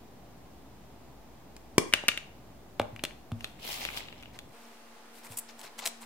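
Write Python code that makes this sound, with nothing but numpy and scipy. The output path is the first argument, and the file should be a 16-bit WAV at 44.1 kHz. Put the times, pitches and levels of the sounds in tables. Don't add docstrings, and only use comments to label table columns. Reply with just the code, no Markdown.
import sys
import numpy as np
from scipy import signal
from scipy.fft import rfft, irfft, next_fast_len
from scipy.io import wavfile
from scipy.ndimage import uniform_filter1d

SR = 44100
rng = np.random.default_rng(int(sys.argv[2]) if len(sys.argv) > 2 else 0)


def wrap_up_sound(samples):
    columns = np.atleast_2d(samples).T
    tamed = np.clip(columns, -1, 1)
    steps = np.round(tamed * 32767).astype(np.int16)
    wavfile.write(sys.argv[1], SR, steps)


N = 266981


def from_db(db):
    return 10 ** (np.asarray(db) / 20)


def rms_one(x):
    return x / np.sqrt(np.mean(x ** 2) + 1e-20)


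def at_hz(points, hz):
    points = np.array(points)
    return np.interp(np.log(hz), np.log(np.maximum(points[:, 0], 1)), points[:, 1])


def drift(rate):
    pole = np.exp(-80 * np.pi * rate / SR)
    noise = rng.standard_normal(N // 40 + 2002)
    slow = signal.lfilter([1], [1, -2 * pole, pole * pole], noise)[2000:]
    return np.interp(np.arange(N) / 40, np.arange(len(slow)), rms_one(slow))


EDGES = 20 * 2 ** np.arange(0, 10, .5)


def bands(x):
    for k, (low, high) in enumerate(zip(EDGES, EDGES[1:])):
        band = signal.butter(2, [low, high], "band", fs=SR, output="sos")
        yield np.sqrt(low * high), signal.sosfilt(band, x[k % len(x)])


def coloured(x, spectrum):
    size = next_fast_len(N, real=True)
    hz = np.maximum(np.fft.rfftfreq(size, 1 / SR), 1)
    gain = from_db(at_hz(spectrum, hz)) * (hz > spectrum[0][0])
    return rms_one(irfft(rfft(x, size) * gain, size)[..., :N])


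def patchy(x, patchy_db, rate):
    out, last = 0, 0
    for k, (hz, part) in enumerate(bands(x[None])):
        own = drift(rate) if hz > 300 else 0
        sign = (-1) ** k
        out = out + sign * part * from_db(patchy_db * (own + .5 * last))
        last = own
    return out


def ringing(modes, strengths, size):
    hz, db, t60 = np.transpose(modes)[:, :, None]
    t = np.arange(size) / SR
    return np.sum(strengths[:, None] * from_db(db - 60 * t / t60) * np.sin(2 * np.pi * hz * t), axis=0)


# start in seconds, delay to the right port in ms.
PLACES = [(0, -.05), (1.9, .09), (2.6, 0), (3.4, .17), (4.5, 0)]
LEFT_DB = 2


def spread(x, alike, s):
    common, differing = np.sqrt(alike) * x[0], np.sqrt(1 - alike) * x[1]
    delay_ms = [ms for start, ms in PLACES if start <= s][-1]
    lag = round(delay_ms * SR / 1000)

    def late(v, n):
        return np.pad(v, (max(n, 0), 0))[:len(v)]

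    left = late(common + differing, -lag) * from_db(LEFT_DB / 2)
    right = late(common - differing, lag) * from_db(-LEFT_DB / 2)
    return np.array([left, right])


SELF_NOISE_DB = -67


def self_noise():
    treble = signal.butter(2, 11500, "high", fs=SR, output="sos")
    return from_db(SELF_NOISE_DB) * rms_one(signal.sosfilt(treble, rng.standard_normal((2, N))))


def tones(lines, waver, flicker_db):
    out = 0
    for hz, db in lines:
        level = np.sqrt(2) * from_db(db + flicker_db * drift(7.6))
        cycles = hz * np.cumsum(1 + waver * drift(4.58)) / SR
        out = out + level * np.sin(2 * np.pi * cycles)
    return out


# frequency in Hz, relative level per Hz in dB.
RUMBLE = [(22, -10), (49, -2.5), (172, -1), (241, 0), (285, -2), (513, -8), (738, -5.5), (1400, -17.5),
          (7310, -27), (16000, -41.5)]
# frequency in Hz, rms level in dB before flicker.
DRONE = [(59.2, -63.5), (123.8, -69)]
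# frequency in Hz, relative level per Hz in dB.
THIN_AIR = [(30, -20), (161, -15), (233, -8), (303, -7.5), (473, -7.5), (600, -6), (866, -7.5),
            (1010, -7.5), (9970, -23), (16000, -36)]
# frequency in Hz, rms level in dB before flicker.
HUM = [(231.5, -63), (468.3, -69.5), (699.8, -68.5), (861.3, -68.5)]
# frequency in Hz, left-right correlation (no unit).
LIKENESS = [(60, 0.94), (380, 0.76), (2380, 0.2), (15000, -0.67)]
RUMBLE_DB, THIN_AIR_DB = -53.5, -55
CHANGE_S = 4.53


def air():
    late = np.clip((np.arange(N) / SR - CHANGE_S) / 0.0016, 0, 1)
    noise = 0
    for hz, (mid, side) in bands(rng.standard_normal((2, 2, N))):
        alike = np.clip(at_hz(LIKENESS, hz), -1, 1)
        noise = noise + np.sqrt(1 + alike) * mid + np.sqrt(1 - alike) * side * [[1], [-1]]
    early = from_db(RUMBLE_DB) * coloured(noise, RUMBLE) + tones(DRONE, waver=0.05, flicker_db=3)
    thin = from_db(THIN_AIR_DB) * coloured(noise, THIN_AIR) + tones(HUM, waver=0.0039, flicker_db=3.0)
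    return (1 - late) * early + late * thin


# frequency in Hz, t60 in seconds.
ROOM = [(300, 0.39), (2000, 0.45), (8000, 0.36), (15000, 0.099)]
# frequency in Hz, relative reverberant level in dB.
ROOM_TONE = [(200, -36.5), (700, -32.5), (2500, -37.5), (5000, -36), (9000, -37), (15000, -39)]


def room(x):
    t = np.arange(int(.6 * SR)) / SR
    tail = 0
    for hz, noise in bands(rng.standard_normal((2, 2, len(t)))):
        tail = tail + from_db(at_hz(ROOM_TONE, hz) - 60 * t / at_hz(ROOM, hz)) * noise
    tail = tail * np.clip((t - .003) / 0.0065, 0, 1)
    return signal.fftconvolve(x, tail, axes=1)[:, :N] * from_db(-5.5)


# start in seconds, peak level in dB before the bass cut.
THUMPS = [(2.799, -25), (2.926, -33.5), (3.32, -20.5), (5.301, -37)]
# frequency in Hz, relative level in dB, t60 in seconds.
BENCH = [(108.5, -3, 0.19), (135, 6, 0.019), (232.8, -8.5, 0.29)]


def bench():
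    out = np.zeros(N + 12000)
    boom = np.convolve(np.hanning(150), ringing(BENCH, np.ones(len(BENCH)), 8800))
    boom = boom / np.abs(boom).max()
    for s, db in THUMPS:
        start = round(s * SR)
        out[start:start + len(boom)] -= from_db(db) * boom
    return out[:N]


# frequency in Hz, relative level in dB, t60 in seconds (crackle halves the t60 and ignores the level).
PARTS = [(370, 14, 0.014), (610, 22.5, 0.026), (790, 31, 0.013), (1170, 38.5, 0.0063),
         (1835, -14.5, 0.0026), (2130, -20.5, 0.0174), (2400, -3, 0.011), (2830, 11.5, 0.0061),
         (3494, 17, 0.004), (4130, 13, 0.012), (5420, -7, 0.0092), (7900, 0, 0.022)]
CRACKLE_PER_S, CRACKLE_DB = 250, -2.5


def crackle():
    chance = CRACKLE_PER_S * from_db(4 * drift(30.0)) / SR
    sizes = (rng.random(N) < chance) * from_db(4 * np.minimum(rng.exponential(1, N), 3))
    dealt = rng.integers(2, len(PARTS) - 1, N)
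    rings = []
    for k, (hz, _, t60) in enumerate(PARTS):
        ring = ringing([(hz, 0, t60 / 2)], np.ones(1), 500)
        rings.append(signal.fftconvolve(sizes * (dealt == k), ring)[:N])
    common, differing = sum(rings), sum(rings[::2]) - sum(rings[1::2])
    return rms_one(np.array([common, differing]))


# time in seconds, rub level in dB.
SWEEP = [(3.54, -74), (3.646, -45.5), (3.72, -43.5), (3.85, -43.5), (3.921, -49), (3.979, -40),
         (4.04, -54.5), (4.15, -57.5), (4.33, -66.5)]
# frequency in Hz, relative level per Hz in dB.
RUB = [(240, -26), (400, -22), (781, -12), (1540, -23), (3070, -9.5), (6000, -34.5), (7800, -24.5),
       (13200, -120)]
# frequency in Hz, relative level per Hz in dB.
HISS = [(2350, -18), (4000, -1), (6860, -8), (8210, -11.5), (14800, -4), (16000, 10)]
# middle in seconds, half length in seconds, rub level in dB, hiss over the rub in dB.
SCUFFS = [(3.437, 0.068, -59.5, -4.5), (4.353, 0.024, -56, -11), (4.596, 0.14, -64, -3.5),
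          (5.166, 0.041, -59.5, 1), (5.251, 0.022, -51.5, 0.5), (5.319, 0.031, -54, 2.5),
          (5.374, 0.0049, -53.5, 21.5), (5.388, 0.0068, -51.5, 19.5), (5.493, 0.016, -50, -11),
          (5.6, 0.026, -54, 2), (5.649, 0.025, -48.5, -7.5), (5.792, 0.014, -44.5, -2),
          (5.829, 0.017, -39.5, -15), (5.866, 0.016, -41, 6.5), (6.023, 0.018, -51, 0.5)]
# frequency in Hz, relative level per Hz in dB.
SCUFF_RUB = [(240, -51), (400, -11.5), (979, 1), (1160, -5.5), (6000, -12), (7800, -16), (13200, -120)]
# frequency in Hz, relative level per Hz in dB.
SCUFF_HISS = [(2350, -18), (4000, -18.5), (6140, -13), (7880, 0), (11800, -5.5), (16000, 2)]
HISS_DB, HISS_PER_RUB, HISS_FADE_DB_PER_S = -38.5, 1.54, 17


def sliding():
    t = np.arange(N) / SR
    s, db = np.transpose(SWEEP)
    sweep_db = np.interp(t, s, db, -120, -120)
    rub_gain = from_db(sweep_db)
    hiss_gain = from_db(HISS_DB + HISS_PER_RUB * (sweep_db + 42) - HISS_FADE_DB_PER_S * (t - s[1]))

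    scuff_rub = scuff_hiss = 0
    for middle, half, rub_db, hiss_db in SCUFFS:
        width = half * np.where(t < middle, .7, 1.2)
        swell = np.exp(-((t - middle) / width) ** 2)
        scuff_rub = scuff_rub + from_db(rub_db) * swell
        scuff_hiss = scuff_hiss + from_db(rub_db + hiss_db) * swell

    catches = (rng.random(N) < 300 / SR) * from_db(4 * np.minimum(rng.exponential(1, N), 3))
    grit = signal.lfilter([1], [1, -np.exp(-1 / (0.001 * SR))], catches)
    sweep_grit, scuff_grit = 1 + .3 * grit, 1 + .5 * grit

    rub, hiss = rng.standard_normal((2, 2, N)) * from_db(1.5 * drift(130))
    hiss = patchy(hiss, patchy_db=1.8, rate=14.0)
    rub = patchy(rub, patchy_db=1.5, rate=18.0)
    snaps = from_db(CRACKLE_DB) * crackle()

    sweep = rub_gain * (coloured(rub * sweep_grit, RUB) + snaps)
    sweep = sweep + hiss_gain * coloured(hiss * sweep_grit, HISS)
    scuffs = scuff_rub * (coloured(rub * scuff_grit, SCUFF_RUB) + snaps)
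    scuffs = scuffs + scuff_hiss * coloured(hiss * scuff_grit, SCUFF_HISS)
    return spread(sweep, 0.49, s[0]) + spread(scuffs, 0.81, SCUFFS[-1][0])


def knock(hz, luck):
    push = -np.hanning(max(round(SR / hz * 0.079), 3))
    near = luck * np.exp(-(np.log2(np.array(PARTS)[:, 0] / hz) / 0.64) ** 2)
    x = np.convolve(push, ringing(PARTS, near, 2000))[:2000]
    return x / np.abs(x).max() * [[1], [-.2]]


# start in seconds, level in dB, pitch in Hz.
KNOCKS = [(1.7804, -4, 274), (2.0377, -24.5, 440), (2.799, -7.5, 626), (2.8143, -32, 298),
          (3.038, -21, 386), (3.3176, -28, 960), (3.829, -35, 800), (3.8505, -43, 930), (5.646, -36, 1030)]
# start in seconds, click level in dB, click pitch in Hz, treble crack over the click in dB.
CONTACTS = [(1.565, -39, 1920, 8), (1.9263, -21, 2300, -10), (1.9365, 2, 2780, -5.5), (2.038, -39, 2670, 0),
            (2.083, -5.5, 2840, 3), (2.0872, -1, 2980, -15), (2.116, -19, 2580, -10),
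            (2.1748, -14.5, 2840, -8.5), (2.7967, -15, 3150, -7), (2.8153, -28, 1960, -4),
            (2.962, -29.5, 2370, -7), (2.993, -28.5, 2550, -19), (3.0377, -14.5, 3700, 1.5),
            (3.0505, -15.5, 3070, -4.5), (3.108, -33.5, 2400, -16), (3.318, -33.5, 3320, -3.5),
            (3.407, -30, 2830, -5), (3.4436, -16, 3300, -6.5), (3.6775, -31, 3730, 5),
            (3.7918, -38, 2980, -4), (3.816, -29, 2550, -9), (3.8508, -13, 3080, -6),
            (3.8877, -20.5, 2100, -20), (3.9731, -18, 3500, -9), (4.055, -36, 3000, -11),
            (4.0848, -28, 3100, -18), (4.126, -30, 2750, -13), (4.2257, -36.5, 2540, 0.5),
            (4.233, -33, 2800, -10), (4.257, -34.5, 2580, -21), (4.389, -25, 3630, -2.5),
            (5.2677, -42, 2050, 7), (5.4886, -53, 2550, -10), (5.5926, -35.5, 7900, -16),
            (5.6137, -35.5, 4300, 5), (5.6572, -41, 3800, -4), (5.7903, -25, 3500, 2),
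            (5.856, -22.5, 2600, 8), (5.8605, -21.5, 4600, 11), (5.8737, -24, 3700, 12.5)]
# start in seconds, click level in dB, click pitch in Hz, crack over it in dB.
SNIP = [(1.7811, -4, 1400, 5)]
# frequency in Hz, relative level in dB, t60 in seconds.
CUTTERS = [(1190, -3, .008), (2365, 1, .012), (3455, 2, .011), (3950, -2, .007), (4435, -2, .012),
           (6725, 3, .01), (7435, 7, .007)]
CHATTER_MS = 4.43
TICK_KNOCK_DB, TICK_KNOCK_HZ = -18.5, 387


def contacts():
    out = np.zeros((2, N + 2000))
    part_hz = np.array(PARTS)[:, 0]
    t = np.arange(2000) / SR
    treble = signal.butter(1, [3200, 8500], "band", fs=SR, output="sos")
    for s, click_db, click_hz, crack_db in SNIP + CONTACTS:
        burst = rng.standard_normal((2, 2000)) * np.exp(-1000 * t / CHATTER_MS)
        burst[:, :65] *= .4
        burst[0, 65] -= 14
        burst[1, 68] -= 7

        luck = from_db(rng.normal(0, 2, len(part_hz)))
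        if s == SNIP[0][0]:
            ring = ringing(CUTTERS, luck[:len(CUTTERS)], 2000)
        else:
            near = luck * np.exp(-(np.log2(part_hz / click_hz) / 0.26) ** 2)
            ring = ringing(PARTS, near, 2000)

        soft = uniform_filter1d(burst, size=5, origin=2)
        click = signal.fftconvolve(soft, ring[None])[:, :2000]
        bass_cut = signal.butter(2, 0.42 * click_hz, "high", fs=SR, output="sos")
        click = signal.sosfilt(bass_cut, click)
        crack = signal.sosfilt(treble, burst)

        sound = click / np.abs(click[0]).max() + from_db(crack_db) * crack / np.abs(crack[0]).max()
        sound[:, 50:] += from_db(TICK_KNOCK_DB) * knock(TICK_KNOCK_HZ, luck)[:, :-50]
        start = round(s * SR) - 30
        out[:, start:start + 2000] += from_db(click_db) * spread(sound, .75, s)

    for s, db, knock_hz in KNOCKS:
        luck = from_db(rng.normal(0, 2, len(part_hz)))
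        start = round(s * SR)
        out[:, start:start + 2000] += from_db(db) * spread(knock(knock_hz, luck), .85, s)
    return out[:, :N]


def scene():
    bass_cut = signal.butter(4, 90, "high", fs=SR, output="sos")
    near = signal.sosfilt(bass_cut, contacts() + sliding() + bench())
    return near + room(near) + air() + self_noise()


CUTOFF_HZ, OFFSET = 16450, -.0015


def record(dry):
    treble_cut = signal.cheby2(16, 70, CUTOFF_HZ, fs=SR, output="sos")
    cut = signal.sosfilt(treble_cut, np.clip(dry, -1, 1))
    return np.clip(cut + OFFSET, -1, 1)


dry = scene()
out = record(dry)
wrap_up_sound(out)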